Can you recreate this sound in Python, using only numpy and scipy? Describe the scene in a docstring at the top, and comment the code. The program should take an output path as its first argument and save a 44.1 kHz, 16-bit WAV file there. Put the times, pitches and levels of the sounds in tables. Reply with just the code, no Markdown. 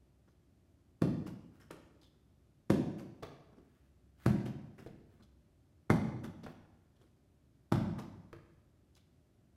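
"""A man throws a baseball five times at a block wall in an indoor training hall and fields it.
Ventilation rumbles throughout. First his fingers pat the ball in the glove and the leather creaks.
Each throw cracks on the wall and excites the modes of its hollow blocks; the hall rings for about
a second over a deep boom. The ball skips off artificial turf, his clothes rustle as he moves,
and the ball smacks into the pocket of the glove, from which he takes it out again."""
import sys
import numpy as np
from scipy import signal
from scipy.fft import rfft, irfft
from scipy.io import wavfile
from scipy.ndimage import uniform_filter1d

SR = 44100
rng = np.random.default_rng(int(sys.argv[2]) if len(sys.argv) > 2 else 0)


def master(y):
    """Save y as 16-bit WAV."""
    cut = np.clip(np.atleast_2d(y).T, -1, 1)
    pcm = np.round(cut * 32767)  # scale
    wavfile.write(sys.argv[1], SR, pcm.astype(np.int16))


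N = 421590

# Impacts on the wall: start_s, thud_db, thud_hz, clack_db, clack_hz, crack_db,
# crack_tilt_db_per_octave, boom_db, tuning_ratio
THROWS = [(1.0191, -16.5, 246, -20, 1170, -38, -0.5, -51, 0.95),
          (2.7010, -13, 297, -15.5, 1990, -34.5, 0.26, -61, 0.99),
          (4.2609, -13, 153.6, -18.5, 1180, -34.5, 0, -50.5, 1.027),
          (5.901, -9, 110, -4.5, 1870, -31, -0.6, -44.5, .98),
          (7.7211, -14, 165, -14.5, 1250, -34, -0.6, -45, 1.02)]
# Spectrum of a contact with leather: frequency_hz, level_db
LEATHER = [(50, -10), (220, 8), (600, -3.5), (1500, -10.5), (2600, -17.5), (3600, -17), (5000, -17),
           (12000, -19.5), (16000, -38)]


def amp(db):
    """Amplitude ratio of a level in decibels."""
    return 10 ** (np.asarray(db) / 20)


def unit(x):
    """Normalisation to an rms of 1."""
    return x / np.sqrt(np.mean(x ** 2) + 1e-20)


def curve_at(points, hz):
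    """Interpolation of (frequency_hz, value) points on a logarithmic frequency axis."""
    frequencies, values = np.transpose(points)
    return np.interp(np.log(hz + 1), np.log(frequencies + 1), values)


def fade(t, t60):
    """Exponential decay by 60 dB in t60 seconds."""
    return np.exp(-np.log(1000) * t / np.maximum(t60, 1e-3))


def seconds(length_s):
    """A sampled time axis."""
    return np.arange(int(length_s * SR)) / SR


def add(mix, start_s, sound):
    """Superposition: a sound sums into the mix from start_s on."""
    part = mix[max(round(start_s * SR), 0):][:len(sound)]
    part += sound[:len(part)]


def grain(count, depth_db, width):
    """Log-normal modulation: a random gain that varies over about width samples."""
    return amp(depth_db * unit(uniform_filter1d(rng.standard_normal(count), size=width)))


def colour(x, spectrum, shading=((100, 0), (1000, 0)), size=4096):
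    """Minimum-phase filtering by a spectrum of unit energy times a shading curve."""
    hz = abs(np.fft.fftfreq(size, 1 / SR))
    gain = unit(amp(curve_at(spectrum, hz))) * amp(curve_at(shading, hz))
    taps = np.fft.ifft(np.exp(np.conj(signal.hilbert(np.log(gain))))).real
    return signal.fftconvolve(x, taps[:size // 2])


def shade(db_per_octave, peak_hz=1000, peak_db=0, octaves=1):
    """Spectral tilt about 1 kHz plus one damped resonance, as rows of frequency_hz, level_db."""
    hz = np.geomspace(20, SR / 2, num=200)
    tilt = db_per_octave * np.log2(np.clip(hz, 125, 8000) / 1000)
    resonance = peak_db / (1 + (np.log2(hz / peak_hz) / octaves) ** 2)
    return np.c_[hz, tilt + resonance]


def ring(modes, near_hz=1000, db_per_octave=0):
    """Free vibration: a sum of damped modes, weighted by their distance from near_hz."""
    t = seconds(.15)
    return sum(amp(db - db_per_octave * abs(np.log2(hz / near_hz)))
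               * np.sin(2 * np.pi * hz * t) * fade(t, t60) for hz, db, t60 in modes)


def crush(rise_s, t60, grit_db=0):
    """Contact noise: countless tiny slips build up and die away, clumped by the grit."""
    t = seconds(.25)
    clumps = grain(len(t), grit_db, width=40)
    push = np.minimum(t / max(rise_s, 1e-4), 1) * fade(np.maximum(t - rise_s, 0), t60)
    spectrum = rfft(rng.standard_normal(len(t)) * push * clumps)
    spectrum /= np.sqrt(uniform_filter1d(abs(spectrum) ** 2, size=61) + 1e-12)  # whitening
    gate = np.minimum(t / max(rise_s / 2, 1e-4), 1) * (t < t60 * 2)
    return irfft(spectrum, len(t)) * np.linalg.norm(push) * gate


def scuff(rise_s, t60, grit_db, count=22):
    """Rough friction: among the tiny slips a few larger ones catch, each ringing at its own pitch."""
    fine, t = crush(rise_s, t60, grit_db), seconds(.02)
    coarse = np.zeros(len(fine))
    for when, pitch, size in rng.random((count, 3)):
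        hz, start_s = 1100 + 5000 * pitch ** 1.4, when * (rise_s + t60 / 3)
        push = min(start_s / rise_s, 1) * fade(max(start_s - rise_s, 0), t60)
        ping = np.sin(2 * np.pi * hz * t) * fade(t, .008) * np.minimum(t * hz / 2, 1)
        add(coarse, start_s, push * amp(9 * size) * ping)
    return fine + .6 * coarse * np.linalg.norm(fine) / np.linalg.norm(coarse)


def ventilation(air_db=-68, waver=0.99):
    """Broadband rumble and hiss of air, with fan tones modulated slowly in amplitude and phase."""
    # Spectrum of the moving air: frequency_hz, level_db
    air_spectrum = [(15, -68.5), (27, -30.5), (45, -10.5), (78, -2), (145, -6), (166, -9), (301, -13.5),
                    (344, -12.5), (476, -25.5), (591, -21.5), (936, -32), (1230, -32.5), (2220, -37),
                    (13200, -45.5), (16000, -65.5)]
    # Fan tones before modulation: pitch_hz, level_db
    fan_tones = [(64.6, -79), (274.5, -88), (592, -100)]
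    hz, t = np.fft.rfftfreq(N, 1 / SR), np.arange(N) / SR
    air = irfft(rfft(rng.standard_normal(N)) * amp(curve_at(air_spectrum, hz)), N)
    out = amp(air_db) * unit(air)
    for pitch_hz, db in fan_tones:
        drift = unit(irfft(rfft(rng.standard_normal(N)) * np.exp(-hz / 2), N))
        out += amp(db) * np.sqrt(2) * np.sin(2 * np.pi * pitch_hz * t + drift) * (1 + waver * drift)
    return out


def hand():
    """Friction with one damped resonance: fingers pat the glove and pull the ball out."""
    # Touches on ball and leather: start_s, level_db, t60_s, tilt_db_per_octave, pat_hz
    grips = [(0.270, -69, 0.03, -3, 1230), (2.012, -66.5, 0.09, -0.5, 3500), (3.515, -69, 0.063, -4, 1310),
             (3.562, -64.5, 0.1, -4, 360), (5.190, -67.5, 0.092, -4, 1300), (5.221, -71.5, .06, .5, 3700),
             (6.949, -77.5, 0.13, -1, 3490), (6.996, -68.5, 0.24, -1, 402.4), (8.956, -67.5, .07, 1, 2940)]
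    out = np.zeros(N)
    for start_s, db, t60, tilt, pat_hz in grips:
        pat = scuff(rise_s=0.02, t60=t60, grit_db=4)
        shading = shade(tilt, pat_hz, peak_db=8.5, octaves=0.4)
        add(out, start_s, amp(db) * colour(pat, LEATHER, shading))
    return out


def creaks(slips_per_s=630):
    """Stick-slip friction of leather on the ball: each uneven slip rings the laces."""
    # Bursts of slipping: start_s, level_db, length_s, strongest_hz
    bursts = [(0.298, -87, .025, 5400), (2.015, -70, 0.0065, 4460), (2.032, -77.5, 0.026, 5050),
              (2.038, -75, .045, 3450), (3.227, -61.5, .012, 3570), (4.869, -68, 0.0076, 4100),
              (5.224, -71.5, 0.013, 4060), (6.44, -75, 0.013, 4460), (8.951, -65.5, 0.0036, 5170),
              (8.959, -73, 0.01, 5430), (8.988, -83, 0.029, 3350)]
    # Modes of laces and leather: pitch_hz, level_db, t60_s
    lace_modes = [(3480, 8, 0.013), (4060, 1.5, 0.011), (4560, -4.5, 0.0079), (4930, -1.5, .009),
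                  (6100, 0.5, .006)]
    out = np.zeros(N)
    for start_s, db, length_s, strongest_hz in bursts:
        slips = np.zeros(int(length_s * SR))
        when, size = rng.random((2, int(length_s * slips_per_s) + 1))
        slips[(when * len(slips)).astype(int)] = .5 + size
        laces = np.diff(ring(lace_modes, strongest_hz, db_per_octave=29), prepend=0)
        creak = signal.fftconvolve(slips, laces)
        add(out, start_s, amp(db) * np.sqrt(len(slips)) * creak / np.linalg.norm(creak))
    return out


def hollow_blocks(t, thud_db, thud_hz, clack_db, clack_hz, tuning, swell_cycles=0.28):
    """Modal excitation: the struck spot favours the modes near its thud and its clack."""
    # Modes of the wall before tuning: pitch_hz, level_db, t60_s
    wall_modes = [(91.7, -10, 0.025), (136.7, -4, 0.052), (173, -2, 0.034), (212.3, -0.5, 0.043),
                  (264.3, 2, 0.033), (312.7, -6.5, 0.06), (561.6, -8.5, 0.076), (724, -21, 0.14),
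                  (950, -20, 0.025), (1203, -10, 0.023), (1297, -16.5, 0.0352), (1432, -10, 0.016),
                  (1581, -22.5, 0.026), (1755, -22.5, 0.026), (2135, -20, 0.039)]
    out = np.zeros(len(t))
    for hz, db, t60 in wall_modes:
        thud_db_per_octave = 7 if hz > thud_hz else 10.5
        thud = amp(thud_db - thud_db_per_octave * abs(np.log2(hz / thud_hz)))
        clack = amp(clack_db - 13 * abs(np.log2(hz / clack_hz)))
        swell = 1 - np.exp(-t * hz / swell_cycles)
        mode = swell * np.sin(2 * np.pi * hz * tuning * t) * fade(t, t60)
        lag_s = 0.0017 * np.sqrt(200 / hz)  # dispersion: low bending waves travel more slowly
        add(out, lag_s, amp(db) * np.hypot(thud, clack) * mode)
    return out


def wall(rise_s=0.0012, lead_s=.0055, radiate_hz=95):
    """Impact: the ball cracks on the paint and rings, and the blocks knock. Returns knocks, cracks."""
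    # Spectrum of the ball's crack: frequency_hz, level_db
    crack_spectrum = [(30, -23.5), (90, -15), (200, -3), (650, 4), (1500, -5), (2500, -15.5), (3500, -18),
                      (5500, -19), (8000, -24), (11500, -23), (16000, -38.5)]
    # Modes of the ball, relative to the crack: pitch_hz, level_db, t60_s
    ball_modes = [(1290, -9, .018), (2480, -13, 0.027), (2694, -13.5, 0.014), (3080, -17, 0.025),
                  (3446, -14.5, .028), (4210, -20, .03)]
    knocks, cracks, t = np.zeros(N), np.zeros(N), seconds(.2)
    for start_s, thud_db, thud_hz, clack_db, clack_hz, crack_db, tilt, _, tuning in THROWS:
        blocks = hollow_blocks(t, thud_db, thud_hz, clack_db, clack_hz, tuning)
        add(knocks, start_s, blocks)
        chatter = crush(rise_s, t60=0.063, grit_db=3)
        slap = amp(6) * crush(rise_s, t60=0.0048)
        crack = colour(chatter + slap, crack_spectrum, shade(tilt))[:len(t)]
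        add(crack, rise_s, ring(ball_modes))
        crack *= amp(crack_db)
        add(cracks, start_s, crack)
        # the fastest waves in the wall arrive ahead of the airborne sound
        precursor = (blocks + crack) * np.minimum(t / lead_s, 1) * fade(t, t60=0.048)
        add(knocks, start_s - lead_s, amp(-11) * precursor)
    # a small patch of wall radiates little deep bass
    radiation = signal.butter(2, radiate_hz, "highpass", fs=SR, output="sos")
    return signal.sosfilt(radiation, knocks), cracks


def boom(build_s=0.042):
    """Room resonance: pumped by the flexing wall, the deepest standing waves swell and hang on."""
    # Lowest modes of the hall: pitch_hz, level_db, t60_s
    room_modes = [(39, -12.5, 1.1), (53.6, -5, 1.2), (63.4, -2.5, 1.2), (98.2, 3, 1.6)]
    out, t = np.zeros(N), seconds(1.5)
    for start_s, *_, boom_db, _ in THROWS:
        for (hz, db, t60), phase in zip(room_modes, rng.random(len(room_modes))):
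            envelope = np.minimum(t / build_s, 1) * fade(t, t60)
            add(out, start_s, amp(boom_db + db) * np.sin(2 * np.pi * (hz * t + phase)) * envelope)
    return out


def hall_tail(build_s=0.0054):
    """Impulse response of a diffuse field: the treble dies first and low standing waves remain."""
    # Reverberation time: frequency_hz, t60_s
    decay_times = [(60, 0.95), (200, 0.97), (500, 0.98), (1400, 0.93), (3500, 0.75), (6000, 0.84),
                   (10000, 0.56), (16000, 0.32)]
    # Strength of the diffuse field: frequency_hz, level_db
    tail_spectrum = [(50, -5), (120, 9.5), (300, 2.5), (450, -1.5), (600, 2), (1300, -3), (2100, 0),
                     (2800, 2), (8000, -3), (15000, -5)]
    # Standing waves: pitch_hz, level_db
    standing_waves = [(122, -68), (156, -59), (200, -73.5), (250, -60.5), (312, -71.5), (337, -67.5)]
    t = seconds(1.8)
    reflections = rng.standard_normal(len(t)) * grain(len(t), depth_db=2.0, width=60)
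    hz, frame_s, bands = signal.stft(unit(reflections), SR, nperseg=512)
    t60 = np.maximum(curve_at(decay_times, hz), .1)[:, None]
    decay = fade(frame_s, t60) * np.sqrt(2 * np.log(1000) / (t60 * SR))  # unit energy in each band
    bands *= decay * amp(curve_at(tail_spectrum, hz))[:, None]
    response = signal.istft(bands, SR, nperseg=512)[1][:len(t)]
    for mode_hz, db in standing_waves:
        response += amp(db) * np.cos(2 * np.pi * mode_hz * t) * fade(t, curve_at(decay_times, mode_hz))
    return response * np.minimum(t / build_s, 1)


def reverberate(x, beam_hz=480, sweep_hz=42):
    """Directivity: bass spreads evenly; treble leaves in shifting directions, each with its own tail."""
    # Early reflections: delay_s, gain_ratio
    echoes = [(.0062, 0.1), (.0095, 0.15), (0.0181, 0.27), (0.0257, .14), (0.0355, .24), (.057, 0.14),
              (.079, 0.026)]
    bass = signal.sosfiltfilt(signal.butter(4, beam_hz, fs=SR, output="sos"), x)
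    treble = x - bass
    angle = 2 * np.pi * sweep_hz * np.arange(len(x)) / SR
    feeds = [bass + treble * np.cos(angle) * np.sqrt(2 / 3),
             treble * np.sin(angle) * np.sqrt(2 / 3),
             treble / np.sqrt(3)]
    out = sum(signal.fftconvolve(feed, hall_tail()) for feed in feeds)
    for delay_s, gain in echoes:
        add(out, delay_s, gain * x)
    return out


def hall(x):
    """Reverberation depends on position: each throw takes its own path and gets its own diffuse tails."""
    out = np.zeros(N)
    edges = [0] + [int((start_s - .3) * SR) for start_s, *_ in THROWS[1:]] + [N]
    for start, end in zip(edges, edges[1:]):
        add(out, start / SR, reverberate(x[start:end]))
    return out


def turf():
    """Sliding friction: the ball skids through plastic blades; a resonance is its knock on the floor."""
    # Bounces: start_s, level_db, skid_s, t60_s, tilt_db_per_octave, knock_db, knock_hz
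    bounces = [(1.260, -50.5, .009, 0.12, 1.5, 10.5, 980), (1.597, -61.5, .007, 0.17, 2, 10.5, 1560),
               (2.976, -49.5, .015, 0.17, -0.4, 3, 1110), (4.449, -43.5, 0.01, 0.13, -1.16, 1.5, 1530),
               (4.776, -53.5, 0.013, 0.18, -0.5, 6, 1710), (6.233, -42.5, .01, 0.08, -0.5, 2, 1410),
               (6.431, -48, 0.0051, 0.079, -1.5, 10.5, 3630), (7.979, -44.5, .011, 0.095, -0.1, 13.5, 1041)]
    # Spectrum of a contact with turf: frequency_hz, level_db
    turf_spectrum = [(40, -22.5), (160, -0.5), (400, -5.5), (1000, -19.5), (2000, -25), (4000, -32.5),
                     (6000, -32), (9000, -34.5), (13000, -35), (16000, -48)]
    out = np.zeros(N)
    for start_s, db, skid_s, t60, tilt, knock_db, knock_hz in bounces:
        skid = scuff(skid_s, t60, grit_db=4)
        shading = shade(tilt, knock_hz, knock_db, octaves=0.34)
        add(out, start_s, amp(db) * colour(skid, turf_spectrum, shading))
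    return out


def clothes():
    """Friction noise of clothes and shoes: a grainy rubbing swells and ebbs with each move."""
    # Moves: middle_s, level_db, length_s
    swishes = [(1.56, -76, 0.097), (3.746, -82.5, 0.47), (4.256, -65, 0.22), (4.835, -73.5, 0.21),
               (5.135, -79.5, 0.16), (6.497, -70, 0.097), (8.419, -94, 0.08)]
    # Spectrum of rubbing cloth: frequency_hz, level_db
    cloth_spectrum = [(80, -6.5), (300, -4), (800, -9.5), (1400, -3), (2500, -11.5), (6000, -21.5),
                      (13000, -22), (16000, -22)]
    out = np.zeros(N)
    for middle_s, db, length_s in swishes:
        stroke = signal.windows.hann(int(length_s * SR))
        rub = unit(rng.standard_normal(len(stroke)) * grain(len(stroke), depth_db=3, width=90))
        add(out, middle_s - length_s / 2, amp(db) * colour(rub * stroke, cloth_spectrum))
    return out


def glove():
    """Damped impact: the ball brushes in, snaps on the leather and excites the modes of the pocket."""
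    # Catches: start_s, brush_db, brush_s, t60_s, tilt_db_per_octave, snap_db, pop_db, pocket_hz
    catches = [(1.7020, -46.5, .0075, .057, 0.3, -41, -44.5, 1450),
               (3.2221, -42, 0.0076, 0.081, 2.5, -52, -42.5, 393),
               (4.861, -53.5, 0.0022, .048, -2, -57, -44.5, 475),
               (6.4615, -45, 0.00206, 0.05, 0.3, -54, -40, 1120),
               (8.3279, -46.5, 0.00158, 0.039, 1, -56, -40.5, 505)]
    # Spectrum of the ball brushing the glove: frequency_hz, level_db
    glove_spectrum = [(50, -7), (180, -4), (350, 2.5), (700, -3), (1400, -13), (2200, -21.5), (4000, -28),
                      (8000, -43.5), (15000, -44)]
    # Modes of the pocket: pitch_hz, level_db, t60_s
    pocket_modes = [(155.3, -2.5, .08), (341, -1.5, 0.067), (456, -2, 0.065), (610.7, -3.5, .035),
                    (834, -8, 0.0053), (1280, -5, .011), (1646, -5.5, 0.019)]
    out = np.zeros(N)
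    for start_s, brush_db, brush_s, t60, tilt, snap_db, pop_db, pocket_hz in catches:
        shading = shade(tilt, pocket_hz, peak_db=6, octaves=0.31)
        brush = colour(scuff(brush_s, t60, grit_db=5), glove_spectrum, shading)
        snap = colour(crush(rise_s=0.0009, t60=0.017), LEATHER)
        pop = ring(pocket_modes, pocket_hz, db_per_octave=4)  # its pitch depends on where the ball lands
        add(out, start_s, amp(brush_db) * brush)
        add(out, start_s + brush_s, amp(snap_db) * snap)
        add(out, start_s + brush_s, amp(pop_db) * pop)
    return out


def scene(spread_hz=1100):
    """Superposition of the direct sound, the reverberant field and the ventilation."""
    knocks, cracks = wall()
    skips = turf()
    fielder = glove() + clothes()
    handling = hand() + creaks()
    direct = knocks + cracks + skips + fielder + handling
    # the blocks beam their higher modes straight out, so less of those fills the hall
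    spread = signal.sosfilt(signal.butter(1, spread_hz, fs=SR, output="sos"), knocks)
    into_hall = amp(-1) * spread + cracks + amp(-3) * skips + amp(-1.5) * fielder + amp(-6.5) * handling
    return (direct + hall(into_hall) + boom() + ventilation())[None]


def record(dry, cutoff_hz=15900):
    """Band limiting: a linear-phase low-pass filter removes the highest treble."""
    lowpass = signal.firwin(401, cutoff_hz, window=("kaiser", 8), fs=SR)
    return signal.oaconvolve(dry, lowpass[None], "same")


dry = scene()
out = record(dry)
master(out)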